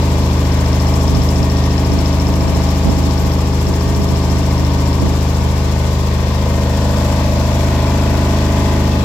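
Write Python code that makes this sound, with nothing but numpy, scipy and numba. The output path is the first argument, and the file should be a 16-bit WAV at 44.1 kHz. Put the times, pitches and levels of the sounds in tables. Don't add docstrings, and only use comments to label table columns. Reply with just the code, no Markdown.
import sys
import numpy as np
from scipy import signal
from scipy.fft import rfft, irfft, next_fast_len
from scipy.io import wavfile
from scipy.ndimage import uniform_filter1d
from numba import njit

SR = 44100
rng = np.random.default_rng(int(sys.argv[2]) if len(sys.argv) > 2 else 0)


def level_to_linear(level):
    exponent = np.asarray(level, float) / 20
    return 10 ** exponent


def int16_out(signal):
    q = np.round(np.clip(np.atleast_2d(signal).T, -1, 1) * 32767)
    wavfile.write(sys.argv[1], SR, q.astype(np.int16))


N = 398663
TIME = np.arange(N) / SR
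FAST = next_fast_len(N, True)
FREQ = np.maximum(np.fft.rfftfreq(FAST, 1 / SR), 1)
PUMP_HZ = 14.288


def curve(table):
    s, *columns = np.transpose(table)
    return [np.interp(TIME, s, column) for column in columns]


def shape(table):
    hz, value = np.transpose(table)
    return np.interp(np.log(FREQ), np.log(hz), value)


def unit(x):
    return x / np.sqrt(np.mean(x ** 2))


def colour(x, gain):
    return irfft(rfft(x, FAST) * gain, FAST)[..., :N]


def walk(rate):
    place = np.arange(0, N, 64) * rate / SR
    count = int(place[-1]) + 2
    steps = np.interp(place, np.arange(count), rng.standard_normal(count))
    smooth = uniform_filter1d(steps, size=int(SR / 64 / rate))
    return 1.3 * np.repeat(smooth, 64)[:N]


def bump(turns, at, width):
    return np.exp((np.cos(2 * np.pi * (turns - at)) - 1) / (2 * np.pi * width) ** 2)


def partial(angle, db, k, sway, apart, quicken=0.0603):
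    even, odd = np.sqrt(2) * level_to_linear(db) * np.array([np.cos(angle), np.sin(angle)])
    wander = walk(1.21 + quicken * k) * even + walk(1.09 + quicken * k) * odd
    both = even + sway * min(k, 20) / 3.84 * wander
    differ = apart * k * (walk(0.7) * even + walk(0.77) * odd)
    return np.array([both + differ, both - differ])


# (time [s], rotation rate [Hz])
SHAFT_SPEED = [(0, 25.65), (1.4, 25.68), (2.2, 25.645), (3.6, 25.625), (5, 25.6), (6.8, 25.625),
               (7.4, 25.68), (9.04, 25.655)]


def shaft_turns():
    hz, = curve(SHAFT_SPEED)
    return np.cumsum(hz) / SR - .04


STROKES = [
    (.016, .94, .145, 1.16, .352, 1.0),
    (.36, .64, .496, .62, .661, .51),
    (.678, .88, .805, .72, .72, 1.0),
]
# (multiple of the shaft rate [ratio],
# level close by [dB], level further off [dB])
STROKE_PARTIALS = [(2, -6, -6), (3, 1, 1), (4, -14, -11.5), (5, -4, -3), (6, -14, -19.5), (7, -8.5, -11.5),
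                   (8, -13, -8), (9, -30, -11.5), (10, -16.5, -18), (11, -11.5, -12.5), (13, -19.5, -16.5),
                   (14, -22, -20), (15, -30, -25), (16, -14.5, -16.5), (18, -29, -22), (19, -19, -19.5),
                   (20, -38.5, -21.5), (21, -25, -30), (22, -24, -18), (23, -26.5, -21.5),
                   (24, -27.5, -17.5), (25, -22.5, -23), (26, -20.5, -18), (27, -32, -24),
                   (32, -22, -43), (33, -29, -19.5), (34, -32.5, -26), (36, -24, -28.5), (37, -28.5, -24),
                  (38, -32.5, -22), (40, -28, -21), (42, -26, -29.5), (44, -30, -32), (45, -28.5, -32)]
# (multiple of the shaft rate [ratio], level [dB])
SLOT_WHINE = [(59, -55.5), (67, -53), (72, -51.5), (75, -64), (82, -52.5)]


def drone(turns, away, sway=0.048, apart=0.0078):
    drone_db, faint_db, faint_scatter_db = -15.5, -40.5, 3.5
    push_at, push, suck_at, suck, knock_at, knock = np.transpose(STROKES)
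    named = {k: (near_db, far_db) for k, near_db, far_db in STROKE_PARTIALS}
    out = 0
    for k in range(2, 47):
        faint = faint_db + faint_scatter_db * rng.standard_normal(size=2)
        near_db, far_db = named.get(k, faint)
        if k < 10:
            at, share = np.r_[push_at, suck_at], np.r_[push, -suck]
        else:
            at, share = knock_at, knock
        if k >= 20:
            share = share * [.4, 2, .9]
        phase = np.angle(np.sum(share * np.exp(-2j * np.pi * k * at)))
        phase += np.clip((k - 9) / 12, 0, 1.1) * rng.standard_normal()
        db = drone_db + near_db + away * (far_db - near_db)
        out = out + partial(2 * np.pi * k * turns + phase, db, k, sway, apart)
    for k, db in SLOT_WHINE:
        whine_db = db + 3 * away + 2.5 * walk(2.51)
        out = out + partial(2 * np.pi * k * turns, whine_db, k, sway, apart / 2)
    return out


# (multiple of the crank rate [ratio], level [dB])
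CRANK_PARTIALS = [(5, -45), (8, -66), (10, -40), (14, -52), (15, -40.5), (17, -62), (19, -35), (21, -37),
                  (23, -51.5), (25, -43), (30, -44)]


def pump(crank):
    out = 0
    for k, db in CRANK_PARTIALS:
        angle = 2 * np.pi * (k * crank + rng.random())
        out = out + partial(angle, db, k, sway=0.021, apart=0.012)
    return out


def valve(crank, db, ring_hz=5350):
    turn = np.floor(crank - .405).astype(int) + 2
    since = (crank - .405) % 1 / PUMP_HZ
    size, tune, lean = rng.standard_normal((200, 3))[turn].T
    snap = level_to_linear(.9 * size) * (since / .0007) ** 2 * np.exp(-since / .0008)
    snap = snap + .35 * np.roll(snap, 330)
    snap = snap + .27 * np.roll(
        level_to_linear(.9 * size) * (since / .0007) ** 2 * np.exp(-since / .0008) * level_to_linear(4 * np.clip(tune, -2, 1.5)), 760
    ) + .35 * .27 * np.roll(np.roll(
        level_to_linear(.9 * size) * (since / .0007) ** 2 * np.exp(-since / .0008), 330), 760) * 0
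    ping = np.sin(2 * np.pi * ring_hz * (1 + 0.005 * tune) * since + 3 * lean)
    noise = rng.standard_normal((2, N))
    clack = unit(colour(noise, 1 / (1 + 1j * (FREQ - 4900) / 1100) ** 2))
    leak = unit(colour(noise, 1 / (1 + 1j * (FREQ - ring_hz) / 450) ** 2))
    struck = level_to_linear([[0], [-4]]) * unit(snap * (ping + .35 * clack))
    return level_to_linear(db - 10) * (struck + .5 * leak * bump(crank, .7, .13))


# (frequency [Hz], spectral level [dB per Hz])
ROAR_SPECTRUM = [(25, -69), (100, -55.5), (260, -54.5), (500, -58.5), (740, -58), (950, -54), (1180, -57),
                 (1330, -65.5), (2500, -65), (5400, -65.5), (6400, -70), (7600, -70), (9000, -89),
                 (12000, -78.5), (15500, -85)]
# (frequency [Hz], likeness [0-1])
PORT_LIKENESS = [(60, 0.99), (130, 0.2), (290, 0.93), (640, 0.6), (1410, 0.17), (3100, 0), (6820, 0.09),
                 (15000, 0)]
# (frequency [Hz], gain [dB])
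ROAR_AWAY = [(320, 1.5), (800, -0.6), (3000, 0), (11000, 1.3)]
PUFF_HZ = [2048, 4096, 8192, 16384]
PUFF_DEPTH = [
    (0, .15, 1.1, .85),
    (0, .1, 1.15, 2.05),
]


def roar(turns, crank, away):
    alike = np.clip(shape(PORT_LIKENESS), 0, 1)
    mid, side = rfft(rng.standard_normal((2, FAST)))
    mid, side = mid * np.sqrt((1 + alike) / 2), side * np.sqrt((1 - alike) / 2)
    ports = np.array([mid + side, mid - side]) * level_to_linear(shape(ROAR_SPECTRUM)) * np.sqrt(SR / 2)
    puff = bump(crank, .74, .122) * level_to_linear(.5 * walk(14)) * (1 - 0.51 * away)
    throb = (bump(turns, 0.013, 0.037) + bump(turns, 0.63, 0.15)) * (0.46 + 0.49 * away)
    breeze_hz, breeze_db, breeze_ends_s, breeze_fade_s = 400, 2.5, 4.3, .3
    breeze = (1 - np.tanh((TIME - breeze_ends_s) / breeze_fade_s)) / 2
    away_hz, away_db = np.transpose(ROAR_AWAY)
    out, common = 0, walk(6)
    for hz in 2. ** np.arange(4, 15):
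        band = np.cos(np.pi / 2 * np.clip(np.log2(FREQ / hz), -1, 1)) ** 2
        db = np.interp(np.log(hz), np.log(away_hz), away_db) * away + 0.57 * walk(10)
        db = db + (2.5 + breeze_db * breeze) / (1 + (hz / breeze_hz) ** 2)
        depth = np.array([[np.interp(hz, PUFF_HZ, row)] for row in PUFF_DEPTH])
        db = db + depth * (4.93 * puff + 0.45 * common)
        db = db + 3.27 * throb * (hz > 300)
        out = out + level_to_linear(db - 1.5) * irfft(ports * band, FAST)[:, :N]
    return out


# (frequency [Hz], bandwidth [Hz], level close by [dB], level further off [dB])
PANELS = [(1558, 99, -50, -49), (1897, 170, -48, -40), (2070, 100, -49, -50), (2370, 130, -45, -47),
          (2593, 83, -58, -42), (3400, 210, -48, -40.5), (5200, 250, -51, -52)]


def casing(turns, away):
    shake = .5 + bump(turns, 0.025, .08) + bump(turns, 0.77, 0.13)
    out = 0
    for hz, width, near_db, far_db in PANELS:
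        mode = 1 / (1 + 2j * (FREQ - hz) / width) ** 2
        ring = colour(shake * rng.standard_normal((2, N)), mode)
        sway_db = 1.8 * walk(4)
        out = out + level_to_linear(near_db + away * (far_db - near_db) + sway_db) * unit(ring)
    return out


# (frequency [Hz], spectral level [dB per Hz])
CLATTER_SPECTRUM = [(1150, -40), (1250, 3), (1550, 6), (1900, 1), (2300, 3), (2700, -2), (3400, -12),
                    (4500, -30)]


def clatter(turns, away, count=6):
    near_db, far_db, trade_per_s = -40.5, -36.5, 5
    hz, db = np.transpose(CLATTER_SPECTRUM)
    multiples_hz = SHAFT_SPEED[0][1] * np.arange(1, 1026)
    spectrum = level_to_linear(np.interp(np.log(multiples_hz), np.log(hz), db, -90, -90))
    places = np.arange(2048) / 2048
    shake = .4 + bump(places, 0.34, 0.064) + bump(places, 0.75, 0.069) + bump(places, 0.015, 0.11)
    out = 0
    for _ in range(count):
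        uneven = level_to_linear(4 * rng.standard_normal(1025))
        pattern = irfft(rfft(shake * rng.standard_normal(2048)) * spectrum * uneven)
        heard = np.interp(turns % 1, places, pattern, period=1)
        differ = np.array([walk(trade_per_s), walk(trade_per_s)])
        out = out + heard * (walk(trade_per_s) + 0.43 * differ)
    return level_to_linear(near_db + away * (far_db - near_db)) * unit(out)


@njit
def resonance(x, hz, width):
    y, b, l = np.empty(len(x)), 0., 0.
    for i in range(len(x)):
        g, k = np.tan(np.pi * hz[i] / SR), width / hz[i]
        v = (b + g * (x[i] - l)) / (1 + g * (g + k))
        b, l, y[i] = 2 * v - b, l + 2 * g * v, k * v
    return y


# (time [s], cancelled frequency [Hz], share lost [0-1])
ECHO = [(0, 280, 0.03), (5, 280, 0), (5.5, 282, 0.4), (6.2, 290, 0.7), (6.6, 335, 0.35), (6.8, 365, 0.6),
        (7.1, 400, 0.75), (7.5, 420, 0.4), (8, 513, 0.2), (9.04, 480, 0.33)]


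def echo(air):
    lost_hz, lost = curve(ECHO)
    lifted_hz, lifted = 395 + 0.51 * lost_hz, 0.75 * lost
    out = []
    for x in air:
        cancelled = lost * resonance(x, lost_hz, 100.0)
        out.append(x - cancelled + lifted * resonance(x, lifted_hz, 120.0))
    return np.array(out)


# (frequency [Hz], gain [dB])
HAND_SHADE = [(60, -1.5), (200, 0), (1000, -2.5), (2500, -4.5), (5400, -10), (7500, -11), (8300, -0.5),
              (9300, 5), (12000, -3), (13500, -10), (15500, -3.5)]


def shade(x):
    delay = np.exp(-2j * np.pi * FREQ * .00007)
    return colour(x, level_to_linear(shape(HAND_SHADE)) * delay)


# (time [s], level [dB], length [s])
GUSTS = [(.93, -24, 0.037), (1.152, -19.5, 0.074), (1.406, -21, 0.031), (1.65, -33, 0.045),
         (1.957, -15, 0.044), (2.28, -25, 0.024), (2.494, -20.5, 0.084), (2.882, -9.5, 0.022),
         (2.997, -23, 0.068), (3.246, -24, 0.04), (3.5, -30, .03), (3.696, -20, 0.025), (3.89, -23, 0.034),
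         (3.999, -13.5, 0.021), (4.123, -20, .025), (4.34, -22, 0.054), (4.605, -24, 0.04),
         (5.046, -14, 0.036), (5.464, -24, 0.041)]
# (frequency [Hz], spectral level [dB per Hz])
RUMBLE_SPECTRUM = [(20, -20), (40, 4), (80, 4), (200, 0), (400, -9), (800, -17.5), (1500, -47), (4000, -69)]
# (frequency [Hz], spectral level [dB per Hz])
FLAP_SPECTRUM = [(100, -11), (250, 12), (700, -14), (1200, -21), (3000, -49)]


def fan_gusts():
    top, flap_share = .4, 2.6
    swell = sum(level_to_linear(db) * np.exp(-.5 * ((TIME - s) / length) ** 2) for s, db, length in GUSTS)
    rumble = colour(rng.standard_normal(N), level_to_linear(shape(RUMBLE_SPECTRUM)))
    rumble = rumble / np.sqrt(uniform_filter1d(rumble ** 2, size=2000))
    flap = unit(colour(rng.standard_normal(N), level_to_linear(shape(FLAP_SPECTRUM))))
    push = swell * level_to_linear(2.7 * walk(40)) * (rumble + flap_share * swell * flap)
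    return np.outer([.06, 1.2], top * np.tanh(push / top))


# (time [s], length [s], frequency [Hz], level [dB])
SQUEAKS = [
    (1.235, .1, 13230, -51),
    (3.175, .17, 13210, -46),
]


def seal():
    attack_s, sag_db_per_s, release_s = .012, 45, .04
    out = 0
    for start, length, hz, db in SQUEAKS:
        since = TIME - start
        gate = np.clip(since / attack_s, 0, 1) * np.exp(-np.maximum(since - length, 0) / release_s)
        db = db - sag_db_per_s * np.clip(since, 0, length) + 4.5 * walk(45)
        angle = 2 * np.pi * np.cumsum(hz + 12 * walk(40)) / SR
        out = out + gate * level_to_linear(db) * np.sin(angle)
    return np.outer([1.1, 1.4], out)


# (time [s], distance [0-1], loudness [dB], valve tick as it faces the pump head [dB])
PHONE = [(0, 0.47, -0.5, -34), (1, 0.13, 0, -23), (2.5, 0.04, -.3, -25.5), (3.2, 0, -0.95, -27),
         (3.9, 0.09, -1.2, -27), (4.6, 0.13, -0.2, -26), (5.4, 0.13, -0.9, -31), (6.2, 0.53, -1.3, -45),
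         (7, 0.89, -0.44, -34), (8, 1, 0, -39), (9.04, 0.97, -0.3, -34)]


def scene():
    turns = shaft_turns()
    away, loud_db, tick_db = curve(PHONE)
    crank = PUMP_HZ * TIME - 0.0716 * away
    air = level_to_linear(loud_db - 0.46 * away) * drone(turns, away)
    air = air + pump(crank) + valve(crank, tick_db)
    air = air + level_to_linear(loud_db) * (roar(turns, crank, away) + casing(turns, away) + clatter(turns, away))
    air = echo(air)
    air[1] = shade(air[1])
    return air + fan_gusts() + seal()


def low_pass(x):
    return signal.sosfilt(signal.butter(12, 15680, fs=SR, output="sos"), x)


def record(dry):
    thin = signal.sosfilt(signal.butter(1, 12, "high", fs=SR, output="sos"), dry)
    rounded = thin / (1 + (thin / 1.64) ** 4) ** 0.19
    cut = signal.sosfilt(signal.ellip(8, .2, 70, 15700, fs=SR, output="sos"), rounded)
    return low_pass(cut)


dry = scene()
out = record(dry)
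int16_out(out)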